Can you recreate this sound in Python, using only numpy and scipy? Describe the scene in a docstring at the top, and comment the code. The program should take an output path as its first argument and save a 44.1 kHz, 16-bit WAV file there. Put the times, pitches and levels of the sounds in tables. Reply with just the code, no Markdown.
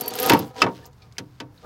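"""First come pawl clicks and scraping, as a gloved hand swings a cordless ratchet back in a cramped engine bay.
A thin whine sounds briefly; the tool drags, knocks hoses and brackets, then settles with light taps.
Clicks ring tuned modes for steel, shell and bay; shaped noise adds crack, clatter, scrape and small ticks.
Distant outdoor rumble lies underneath as steady noise; everything reaches one microphone channel."""
import sys
import numpy as np
from scipy import signal
from scipy.io import wavfile

SR = 44100
rng = np.random.default_rng(int(sys.argv[2]) if len(sys.argv) > 2 else 0)


def inscribe(sig):
    """Save sig as 16-bit PCM at rate SR to the path in sys.argv[1].

    A 1-D sig is mono; a 2-D sig holds one channel per row.
    Samples are clipped to [-1, 1] before scaling.
    """
    pcm = np.round(np.clip(np.atleast_2d(sig).T, -1, 1) * 32767)
    wavfile.write(sys.argv[1], SR, pcm.astype(np.int16))


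N = 72765
T = np.arange(N) / SR  # seconds

# Spectrum of the distant outdoor rumble: pitch_hz [Hz], relative density_db [dB per Hz]
OUTDOOR_SPECTRUM = [(15, -37.5), (25, -12.5), (127, 6), (242, -15.5), (476, -17.5), (695, -22), (962, -18),
                    (1610, -24), (3520, -38), (4490, -31.5), (8590, -44), (14800, -41), (16000, -44)]
# Light scuffs and ticks of small parts:
# start_s [s], level_db [dB], centre_hz [Hz], width_hz [Hz], t60_s [s]
SMALL_TICKS = [(0.605, -33, 3180, 246, 0.072), (0.824, -49, 1720, 152, 0.087),
               (0.839, -56, 4500, 4000, 0.059), (.855, -47.5, 6100, 3000, 0.076),
               (0.861, -46.5, 14300, 4000, 0.045), (.930, -57.5, 4980, 4030, 0.036),
               (1.0202, -50.5, 4500, 1790, .08), (1.0177, -58.5, 2354, 298, 0.15),
               (1.110, -61.5, 2300, 404, 0.1), (1.1236, -49.5, 4900, 4450, 0.03),
               (1.1682, -45, 2300, 500, 0.024), (1.35, -69, 4360, 834, 0.0502),
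               (1.577, -52, 4140, 600, 0.048)]
# Dragging of tool and glove, breakpoints:
# time_s [s], shell_rumble_db [dB], scrape_db [dB], rustle_db [dB]
DRAG_LEVELS = [(0, -33, -44.5, -42.5), (.05, -32.5, -42, -88), (0.119, -34.5, -43, -60.5),
               (0.179, -31, -35.5, -42), (0.248, -25.5, -30, -37), (.295, -22, -29, -37),
               (.36, -27, -39.5, -47), (0.422, -38.5, -43.5, -58), (.47, -39.5, -54.5, -52),
               (.53, -53.5, -66, -73), (0.571, -37.5, -44, -58), (0.614, -34, -35.5, -55),
               (.66, -26, -64.5, -67), (.76, -55, -52.5, -61), (.81, -58, -59.5, -67), (.86, -46, -56, -66),
               (0.891, -57.5, -74.5, -85), (.97, -75.5, -68, -73), (1.05, -56.5, -64.5, -74),
               (1.09, -65, -71.5, -79.5), (1.159, -64, -67.5, -71.5), (1.3, -72.5, -70.5, -74),
               (1.389, -70.5, -65, -76), (1.49, -68, -81, -85), (1.561, -63, -64.5, -65.5),
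               (1.619, -61.5, -58, -74), (1.65, -38.5, -60, -63)]
# Ring of the dragged plastic shell: pitch_hz [Hz], relative level_db [dB], t60_s [s]
SHELL_MODES = [(289.2, -5, 0.092), (452, -3, 0.11), (499.2, 0, 0.14), (643, -3, 0.05), (752.3, 3.5, 0.053),
               (946.7, -2.5, 0.087), (1230, -10.5, 0.24)]
# Colour of the scrape: pitch_hz [Hz], relative level_db [dB]
SCRAPE_SPECTRUM = [(1300, 3.5), (2000, -0.5), (3500, 4.5), (5000, 4), (7000, -2), (9000, -12)]
# Knocks of the tool on the engine: start_s [s], relative level_db at 1 kHz [dB],
# bass_tilt and treble_tilt [dB per octave], head_hz of a short ring [Hz], head_level_db [dB]
ENGINE_KNOCKS = [(.262, -18.5, 1, -6, 490, -20.5), (0.2971, -9.5, 2.5, 3.5, 2030, -17.5),
                 (0.304, -16, -2.5, -6, 390.3, -7), (0.3192, -13, 5, 1.5, 947, -8),
                 (0.3337, -17, -0.5, 2, 295.5, -3), (0.347, -20.5, 0, -2.5, 894, -11),
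                 (.369, -31.5, -2.5, 1, 300, -34), (0.392, -46, -9, 9, 299, -22),
                 (0.6187, -9, 2.5, 3, 1265, -6.5), (0.639, -23.5, -4.5, -0.5, 140, -39),
                 (.665, -16.5, 5.5, -6.5, 1124, -23), (.686, -39, 26, -1.5, 308, -21.5),
                 (0.788, -43.5, -0.5, -1, 308, -49), (1.1822, -31.5, -3.5, 8, 2285, -42),
                 (1.4014, -29.5, -2, 4, 2584, -46.5)]
# Ring of the steel tool head: pitch_hz [Hz], relative level_db [dB], t60_s [s]
STEEL_MODES = [(1720, -6.5, .05), (1946, -5, 0.031), (2287, -1, 0.032), (2634, 0, 0.049), (3044, -6.5, .05),
               (3510, -7.5, 0.023), (4640, -13.5, 0.017), (5035, -3, 0.027), (6137, -11.5, 0.028)]
# Ring of the engine bay: pitch_hz [Hz], relative level_db [dB], t60_s [s]
BAY_MODES = [(127, -8, .4), (184, -10, .3), (270, -4, .25), (302, -1, .4), (370, -5, .25), (440, -4, .2),
             (502, -2, .22), (690, -11, .2), (757, -6, .12), (895, -6, .12), (927, 0, .2), (1132, -7, .22),
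             (1250, -8, .1), (1510, -10, .14)]
# Colour of the loose-part clatter: pitch_hz [Hz], relative level_db [dB]
CLATTER_SPECTRUM = [(100, -14), (300, -8.5), (1000, -6), (2500, -4), (5000, -8.5), (8000, -24.5),
                    (16000, -39)]
# Decay of the clatter by band: pitch_hz [Hz], t60_s [s]
CLATTER_DECAY = [(100, 0.17), (260, 0.27), (700, 0.16), (1840, 0.072), (4850, 0.047)]
# Pawl drops over a tooth: start_s [s], relative level_db [dB], crack_db relative to it [dB]
PAWL_DROPS = [(.0098, -16, -8), (0.037, -41.5, 7), (0.0597, -32.5, -2), (0.0792, -16, -8.5),
              (0.106, -38, 8), (0.1373, -34, 9.8), (0.154, -20, -16), (0.188, -24.5, 5),
              (0.1997, -16.5, -8), (.223, -30, 3.5), (0.2292, -13.5, -11), (0.261, -14, -8),
              (0.288, -26.5, 6), (0.2962, -14, 2), (0.3337, -17.5, -17.5), (0.373, -37, -9),
              (0.3903, -22.5, -22)]
# Ring of pawl and gear: pitch_hz [Hz], relative level_db [dB], t60_s [s]
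PAWL_MODES = [(9450, -10, .012), (10200, -8, .012), (11090, -3, .018), (11640, 0, .018), (12000, -1, .018),
              (12670, 0, .018), (12960, 0, .018), (13630, -7, .012), (13860, -6, .012), (14370, -5, .012),
              (14800, -7, .012), (15250, -6, .012)]

RUMBLE_DB = -51
WHINE_START_S, WHINE_END_S, WHINE_EDGE_S = 0.021, 0.108, 0.002
WHINE_HZ, WHINE_DB, WHINE_OCTAVE_DB = 4558, -42, -22  # the octave is relative to the tone
GRAINS_PER_S, GRAIN_SPREAD_DB, RUB_LOW_HZ = 1500, 3.5, 197
WAVER, WAVER_HZ = 0.03, 8  # typical share of pitch wander as the grip shifts, knots per second
STEEL_DB, STEEL_RATTLE_S, STEEL_SNAP_DB = -28, 0.016, 12
HEAD_T60_S, BAY_DB, CLATTER_DB = 0.065, -12.5, -9.5
BASS_LAG_CYCLES, THUD_LOW_HZ = 1.473, 90
PAWL_DB, PAWL_SNAP_DB, CHATTER_T60_S, CRACK_T60_S = -29, 21, 0.041, 0.03
CUTOFF_HZ = 16250


def amp(db):
    """Decibels to amplitude."""
    return 10 ** (np.asarray(db) / 20)


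def rms_one(x):
    """Scales a signal to rms 1."""
    return x / np.sqrt(np.mean(x ** 2) + 1e-20)


def at_hz(points, hz):
    """Reads a table between its points along log frequency."""
    table = np.array(points)
    return np.interp(np.log(hz), np.log(table[:, 0]), table[:, 1])


def butter(x, order, hz, kind):
    """Butterworth filter of the given kind."""
    return signal.sosfilt(signal.butter(order, hz, kind, fs=SR, output="sos"), x)


def train(s, size):
    """Clicks of the given sizes at the given times."""
    clicks = np.zeros(N)
    places = np.clip((np.asarray(s) * SR).astype(int), 0, N - 1)
    np.add.at(clicks, places, size)
    return clicks


def dying(clicks, t60):
    """Each click starts an exponentially decaying envelope."""
    return signal.lfilter([1], [1, -amp(-60 / (t60 * SR))], clicks + 1e-18)


def ring(drive, hz, t60):
    """A two-pole resonance: a unit click starts a decaying sine of initial height 1."""
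    r = amp(-60 / (t60 * SR))
    w = 2 * np.pi * hz / SR
    return signal.lfilter([0, np.sin(w)], [1, -2 * r * np.cos(w), r * r], drive + 1e-18)


def bands(rows, low, high):
    """Third-octave slices from alternating rows: (centre Hz, slice of rms 1)."""
    edges = low * 2 ** np.arange(0, np.log2(high / low), 1 / 3)
    for k, (a, b) in enumerate(zip(edges, edges[1:])):
        yield np.sqrt(a * b), rms_one(butter(rows[k % 2], 2, [a, b], "band"))


def grains():
    """Dense clicks of rubbing, uneven in size and random in sign."""
    sizes = amp(GRAIN_SPREAD_DB * np.minimum(rng.exponential(1, N), 5))
    signs = rng.choice([-1, 1], N)
    return sizes * signs * (rng.random(N) < GRAINS_PER_S / SR)


def waver(x):
    """Reads a signal at a slowly wandering speed, so its pitch wanders."""
    knots = rng.standard_normal(int(WAVER_HZ * N / SR) + 2)
    speed = 1 + WAVER * np.interp(T * WAVER_HZ, np.arange(len(knots)), knots)
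    return np.interp(np.cumsum(speed) % (N - 1), np.arange(N), x)


def outdoors():
    """Steady far rumble and air: noise bands weighted by a density spectrum."""
    mix = 0
    for hz, noise in bands(rng.standard_normal((2, N)), 21.93, 20000):
        # Band width grows with frequency, hence the square root.
        mix = mix + amp(at_hz(OUTDOOR_SPECTRUM, hz)) * np.sqrt(hz) * noise
    return amp(RUMBLE_DB) * rms_one(mix)


def whine():
    """Probably the motor's switching as the trigger is brushed: a steady tone and its octave."""
    gate = np.clip(np.minimum(T - WHINE_START_S, WHINE_END_S - T) / WHINE_EDGE_S, 0, 1)
    phase = 2 * np.pi * WHINE_HZ * T
    tone = np.sin(phase) + amp(WHINE_OCTAVE_DB) * np.sin(2 * phase)
    return np.sqrt(2) * amp(WHINE_DB) * gate * tone


def ticks():
    """Small parts scuff and tick: each a dying puff of noise through one band."""
    out, noise = 0, rng.standard_normal(N)
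    for s, db, hz, width_hz, t60 in SMALL_TICKS:
        edges = [max(hz - width_hz / 2, 50), min(hz + width_hz / 2, 20000)]
        puff = noise * dying(train([s], amp(db)), t60)
        # Narrow bands are raised to make up for the power they discard.
        out = out + np.sqrt(SR / 2 / width_hz) * butter(puff, 2, edges, "band")
    return out


def drag():
    """Rubbing grains drive the shell's modes, a mid scrape and a noisy bright rustle."""
    s, *columns = np.transpose(DRAG_LEVELS)
    rumble_gain, scrape_gain, rustle_gain = [amp(np.interp(T, s, c)) for c in columns]
    rub = grains()
    rumble = sum(amp(db) * ring(rub, hz, t60) for hz, db, t60 in SHELL_MODES)
    rumble = waver(butter(rumble, 4, RUB_LOW_HZ, "high"))
    scrape = sum(amp(at_hz(SCRAPE_SPECTRUM, hz)) * b for hz, b in bands([rub, grains()], 1327, 9500))
    rustle = butter(rng.standard_normal(N) + 0.21 * rub, 2, 7500, "high")
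    return rumble_gain * rms_one(rumble) + scrape_gain * rms_one(scrape) + rustle_gain * rms_one(rustle)


def steel(s, level):
    """A knock's snap and short rattle set the tool head's modes ringing."""
    noise, out = rng.standard_normal(N), 0
    for hz, db, t60 in STEEL_MODES:
        hits = train(s, amp(level(hz) + db + STEEL_DB))
        rattle = noise * dying(hits, STEEL_RATTLE_S)
        out = out + ring(rattle + amp(STEEL_SNAP_DB) * hits, hz, t60)
    return out


def bay(s, level):
    """The bay's modes ring after each knock, lower ones later, with uneven strength and sign."""
    out = 0
    for hz, mode_db, t60 in BAY_MODES:
        luck_db = rng.normal(0, 2, len(s))
        size = amp(level(hz) + mode_db + BAY_DB + luck_db)
        signs = rng.choice([-1, 1], len(s))
        out = out + ring(train(s + BASS_LAG_CYCLES / hz, size * signs), hz, t60)
    return out


def clatter(s, level):
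    """Loose parts clatter as decaying noise bands, the lower ones swelling more slowly."""
    out = 0
    for hz, noise in bands(rng.standard_normal((2, N)), 90, 20000):
        swell = np.exp(-hz / (BASS_LAG_CYCLES * SR))
        size = amp(level(hz) + CLATTER_DB + at_hz(CLATTER_SPECTRUM, hz))
        hits = dying(train(s, size), at_hz(CLATTER_DECAY, hz))
        out = out + noise * signal.lfilter([1 - swell], [1, -swell], hits)
    return out


def knocks():
    """Each knock rings the tool head and the bay and shakes loose parts, its level tilted about 1 kHz."""
    s, db, bass, treble, head_hz, head_db = np.transpose(ENGINE_KNOCKS)

    def level(hz):
        """Level of every knock at one frequency, in dB."""
        return db + np.log2(hz / 1000) * (bass if hz < 1000 else treble)

    head = sum(ring(train([a], amp(d)), hz, HEAD_T60_S) for a, hz, d in zip(s, head_hz, head_db))
    out = steel(s, level) + head + bay(s, level) + clatter(s, level)
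    return butter(out, 3, THUD_LOW_HZ, "high")


def pawl():
    """Each drop's snap and dying chatter ring the pawl, with a duller crack through the handle."""
    s, db, crack_db = np.transpose(PAWL_DROPS)
    noise = rng.standard_normal((3, N))
    drops = train(s, amp(db + PAWL_DB))
    chatter = dying(drops, CHATTER_T60_S)
    bright = 0
    for k, (hz, mode_db, t60) in enumerate(PAWL_MODES):
        snap = amp(PAWL_SNAP_DB) * (-1) ** k * drops  # neighbouring modes start in opposite sign
        bright = bright + amp(mode_db) * ring(chatter * noise[k % 2] + snap, hz, t60)
    crack = rms_one(butter(noise[2], 2, (1800, 9000), "band"))
    return bright + crack * dying(train(s, amp(db + crack_db - 5)), CRACK_T60_S)


def scene():
    """All layers, from far outdoors to the ratchet, on one channel."""
    return (outdoors() + whine() + ticks() + drag() + knocks() + pawl())[None, :]


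def record(dry):
    """The microphone channel: peaks are rounded softly and the top is cut steeply."""
    rounded = 1.478 * np.tanh(dry / 1.56)
    return signal.sosfilt(signal.cheby2(20, 45, CUTOFF_HZ, fs=SR, output="sos"), rounded)


dry = scene()
out = record(dry)
inscribe(out)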